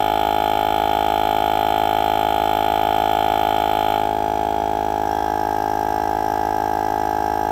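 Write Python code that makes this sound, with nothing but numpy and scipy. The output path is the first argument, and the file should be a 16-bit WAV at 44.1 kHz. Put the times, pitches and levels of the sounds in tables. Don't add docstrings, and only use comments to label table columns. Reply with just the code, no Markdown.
import sys
import numpy as np
from scipy import signal
from scipy.fft import rfft, irfft, next_fast_len
from scipy.io import wavfile
from scipy.ndimage import uniform_filter1d

SR = 44100
rng = np.random.default_rng(int(sys.argv[2]) if len(sys.argv) > 2 else 0)


def wav_out(sig):
    wavfile.write(sys.argv[1], SR, np.round(np.clip(np.atleast_2d(sig).T, -1, 1) * 32767).astype(np.int16))


N = 331191
TIME_S = np.arange(N) / SR

# time_s, stroke_rate_hz
CRANK_SPEED = [(0.0, 52.815), (0.45, 52.886), (0.6, 52.78), (1.8, 53.304), (2.25, 53.159), (2.4, 52.968),
               (3.0, 53.445), (3.3, 53.369), (3.75, 53.053), (4.2, 52.948), (4.35, 53.011), (5.4, 52.865),
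               (6.3, 53.123), (6.9, 53.135), (7.05, 53.003), (7.5, 52.847)]
# time_s, grip (0 free, 0.5 hovering, 1 gripped)
HAND_GRIP = [(0, 0.0056), (3.94, 0.015), (4.15, 0.47), (4.5, 0.43), (5.0, 0.71), (5.1, 0.94), (7.51, 0.98)]
# pitch_hz, width_hz, free_db, hover_db, gripped_db
BODY_MODES = [(48.1, 17, -15.5, -14.5, -15), (113.7, 23, -16.5, -15.5, -15.5),
              (242, 117, -18.5, -16, -20.5), (334, 185, -16, -15.5, -13.5), (398.6, 88, -11, -9, -10.5),
              (643, 173, -13, -14.5, -16.5), (703.6, 54.4, -0.5, -0.5, -4.5), (761, 31.1, -0.5, -4.5, -1),
              (830.1, 68.7, 1.5, 0.5, 1.5), (947, 101, -28.5, -20.5, -14.5)]
# pitch_hz, width_hz, free_db, hover_db, gripped_db
SHELL_MODES = [(1238, 320, -3.5, -13, -6.5), (1452, 108, 6.5, 1, -4), (1561, 270, -24, -7.5, 0.5),
               (1728, 37.5, 0.5, -2, 1.5), (1848, 80, -3.5, -19, -9), (1970, 24, 0, -2, 6.5),
               (2296, 98, 2.5, -5, -10), (2405, 155, -4, -8, -25), (2766, 190, -5, -12, -12),
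               (3147, 183, -1, -13.5, -17.5), (3496, 87, -12, -37, -33), (3658, 102, -14.5, -17, -21),
               (4057, 133, -10, -17.5, -15.5)]
# pitch_hz, width_hz, free_db, hover_db, gripped_db
PORT_MODES = [(4570, 3900, -14.5, -11, -20), (4920, 140, -5, -2, 0), (5480, 440, -5.5, -15, 1),
              (5844, 200, -10, -3, -2.5), (6384, 280, -8, -8, -5.5), (7220, 410, -6.5, -10, -10),
              (7900, 980, -6, -9, -11.5), (9470, 650, -14.5, -27, -28), (10740, 1900, -24, -22, -16),
              (11200, 1600, -12.5, -17, -25), (12486.0, 520, -16, -16, -7.7), (13600, 1270, -1.5, -9, -6),
              (14370, 950, -1.5, -12, -14), (15300, 1147.0, -40.9, -12, -15)]
# start_s, signed_force
STROKE_PULSES = [(0, 1), (.0066, .21)]
# start_s, signed_force
STROKE_KNOCKS = [(.00069, .29), (.00209, 1), (.00444, .96), (.00654, -.3)]
# start_s, relative_db
STROKE_SPURTS = [(.0006, -8.5), (.0026, -4), (.0046, -0.5), (.0058, -7.5), (.007, -3.5)]
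# harmonic, rms_db
HUM_LINES = [(2, -67), (4, -45), (5, -52), (8, -65)]
# frequency_hz, relative_db
OUTDOOR_SPECTRUM = [(15, -13), (50, -6), (110, -11), (300, -10), (1000, -7), (4000, -25.5), (16000, -37.5)]
# free_db, hover_db, gripped_db
THUMP_GAINS = (-18.5, -20.5, -20.5)
CLATTER_GAINS = (-31, -39.5, -36)
AIR_GAINS = (-43, -48.5, -45)
METAL_GAINS = (-40, -46, -53)


def piston_thump(starts_s, grip, rush_db=-28, decay_s=0.0054, leak=0.58, hollow_hz=274, width_hz=190):
    pulses = sum(force * impacts(starts_s + at_s, jitter_s=6e-6, spread_db=0.08)
                 for at_s, force in STROKE_PULSES)
    rush = (leak + decay(pulses, decay_s)) * rng.standard_normal(N)
    drive = unit_rms(pulses) + from_db(rush_db) * unit_rms(rush)
    hollow = signal.lfilter(*signal.iirpeak(hollow_hz, hollow_hz / width_hz, fs=SR), drive)
    delayed = drive - 2 * hollow
    return resonate(delayed, BODY_MODES, grip)


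def shell_clatter(starts_s, grip, rush_db=-6.0, treble=0.66):
    knocks = sum(force * impacts(starts_s + at_s, jitter_s=5e-6) for at_s, force in STROKE_KNOCKS)
    rush = np.diff(turbulence(starts_s, decay_s=0.00052, leak=0.41), prepend=0)
    knocks = nearby_reflections(knocks, wet=0.99, decay_s=0.003)
    drive = unit_rms(knocks) + from_db(rush_db) * unit_rms(rush)
    radiated = drive - treble * np.roll(drive, 1)
    return resonate(radiated, SHELL_MODES, grip)


def valve_air(starts_s, grip, tick_db=-3, highpass_hz=4000):
    ticks = sum(from_db(db) * impacts(starts_s + at_s, jitter_s=1e-5) for at_s, db in STROKE_SPURTS)
    rush = turbulence(starts_s, decay_s=0.00089, leak=0.15)
    drive = nearby_reflections(rush + from_db(tick_db) * unit_rms(ticks), wet=0.47, decay_s=0.0048)
    hiss = resonate(drive, PORT_MODES, grip)
    highpass = signal.butter(4, highpass_hz, "high", fs=SR, output="sos")
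    return unit_rms(signal.sosfilt(highpass, hiss))


def metal_ring(starts_s, pitch_hz=3305, width_hz=60, clasp_s=5.2, clasp_db=8, fade_db_per_s=0.3):
    strikes = unit_rms(impacts(starts_s + STROKE_KNOCKS[1][0], jitter_s=5e-6))
    drive = strikes + 0.35 * rng.standard_normal(N)
    pole = np.exp((2j * np.pi * pitch_hz - np.pi * width_hz) / SR)
    tone = signal.lfilter([1], [1, -pole], drive).imag
    swell_db = clasp_db * np.exp(-((TIME_S - clasp_s) / 0.11) ** 2)
    return from_db(swell_db - fade_db_per_s * TIME_S) * unit_rms(tone)


def crank_strokes(jitter_s=14e-6, first_turns=0.169):
    turns = np.cumsum(curve(CRANK_SPEED)) / SR - first_turns
    starts_s = np.interp(np.arange(np.ceil(turns[-1])), turns, TIME_S)
    return starts_s + jitter_s * rng.standard_normal(len(starts_s))


def impacts(starts_s, jitter_s, spread_db=0.45, half_taps=8):
    late, strong = rng.standard_normal((len(starts_s), 2)).T
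    centres = (starts_s + jitter_s * late)[:, None] * SR
    taps = np.floor(centres).astype(int) + np.arange(-half_taps, half_taps + 1)
    offsets = taps - centres
    clicks = from_db(spread_db * strong)[:, None] * np.sinc(offsets) * np.sinc(offsets / (half_taps + 1))
    inside = (taps >= 0) & (taps < N)
    return np.bincount(taps[inside], clicks[inside], N)


def turbulence(starts_s, decay_s, leak):
    spurts = sum(from_db(db) * impacts(starts_s + at_s, jitter_s=5e-5) for at_s, db in STROKE_SPURTS)
    return unit_rms((decay(spurts, decay_s) + leak) * rng.standard_normal(N))


def resonate(drive, modes, grip, size=8192):
    pitch_hz, width_hz, *poses_db = np.transpose(modes)[:, :, None]
    hz = abs(np.fft.fftfreq(size, 1 / SR))
    peaks = 1 / (1 + (2 * (hz - pitch_hz) / width_hz) ** 2)
    ringing = np.zeros(N)
    for pose, peaks_db in enumerate(poses_db):
        gain = np.linalg.norm(peaks * from_db(peaks_db), axis=0)
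        log_gain = np.log(np.maximum(gain, gain.max() * 1e-4))
        minimum_phase = np.exp(np.conj(signal.hilbert(log_gain)))
        response = np.fft.ifft(minimum_phase).real[:size // 2]
        share = np.maximum(1 - abs(2 * grip - pose), 0)
        ringing += share * unit_rms(signal.oaconvolve(drive, response)[:N])
    return ringing


def nearby_reflections(x, wet, decay_s, smooth_hz=260, size=2048):
    tail = rng.standard_normal(size) * np.exp(-np.arange(size) / (decay_s * SR))
    length = next_fast_len(N + size)
    comb = 1 + wet * rfft(tail / np.linalg.norm(tail), length)
    broad = np.sqrt(uniform_filter1d(abs(comb) ** 2, round(smooth_hz * length / SR)))
    return irfft(rfft(x, length) * comb / broad, length)[:N]


def hand_gain(gains_db, grip):
    return from_db(np.interp(grip, [0, 0.5, 1], gains_db))


def low_hum(base_hz=17.55, waver=0.0084, waver_hz=1.9):
    slow_band = np.fft.rfftfreq(N, 1 / SR) < waver_hz
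    turns = np.cumsum(base_hz * (1 + waver * shaped_noise(slow_band))) / SR
    return sum(from_db(db) * np.sqrt(2) * np.sin(2 * np.pi * (harmonic * turns + rng.random()))
               for harmonic, db in HUM_LINES)


def outdoor_background(rms_db=-42):
    hz, db = np.transpose(OUTDOOR_SPECTRUM)
    spectrum_db = np.interp(np.log(np.fft.rfftfreq(N, 1 / SR) + 1), np.log(hz), db)
    return from_db(rms_db) * shaped_noise(from_db(spectrum_db))


def shaped_noise(bin_gains):
    return unit_rms(irfft(rfft(rng.standard_normal(N)) * bin_gains, N))


def decay(x, decay_s):
    return signal.lfilter([1], [1, -np.exp(-1 / (decay_s * SR))], x)


def curve(rows):
    return np.interp(TIME_S, *np.transpose(rows))


def from_db(db):
    return 10 ** (np.asarray(db) / 20)


def unit_rms(x):
    return x / np.sqrt(np.mean(x ** 2) + 1e-20)


def scene():
    starts_s, grip = crank_strokes(), curve(HAND_GRIP)
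    pump = hand_gain(THUMP_GAINS, grip) * piston_thump(starts_s, grip)
    pump += hand_gain(CLATTER_GAINS, grip) * shell_clatter(starts_s, grip)
    pump += hand_gain(AIR_GAINS, grip) * valve_air(starts_s, grip)
    pump += hand_gain(METAL_GAINS, grip) * metal_ring(starts_s)
    return (pump + low_hum() + outdoor_background())[None]


def record(dry):
    highpass_hz, lowpass_hz = 12, 15900
    highpass = signal.butter(1, highpass_hz, "high", fs=SR, output="sos")
    lowpass = signal.firwin(511, lowpass_hz, window=("kaiser", 9), fs=SR)
    return signal.oaconvolve(signal.sosfilt(highpass, dry), lowpass[None], "same")


dry = scene()
out = record(dry)
wav_out(out)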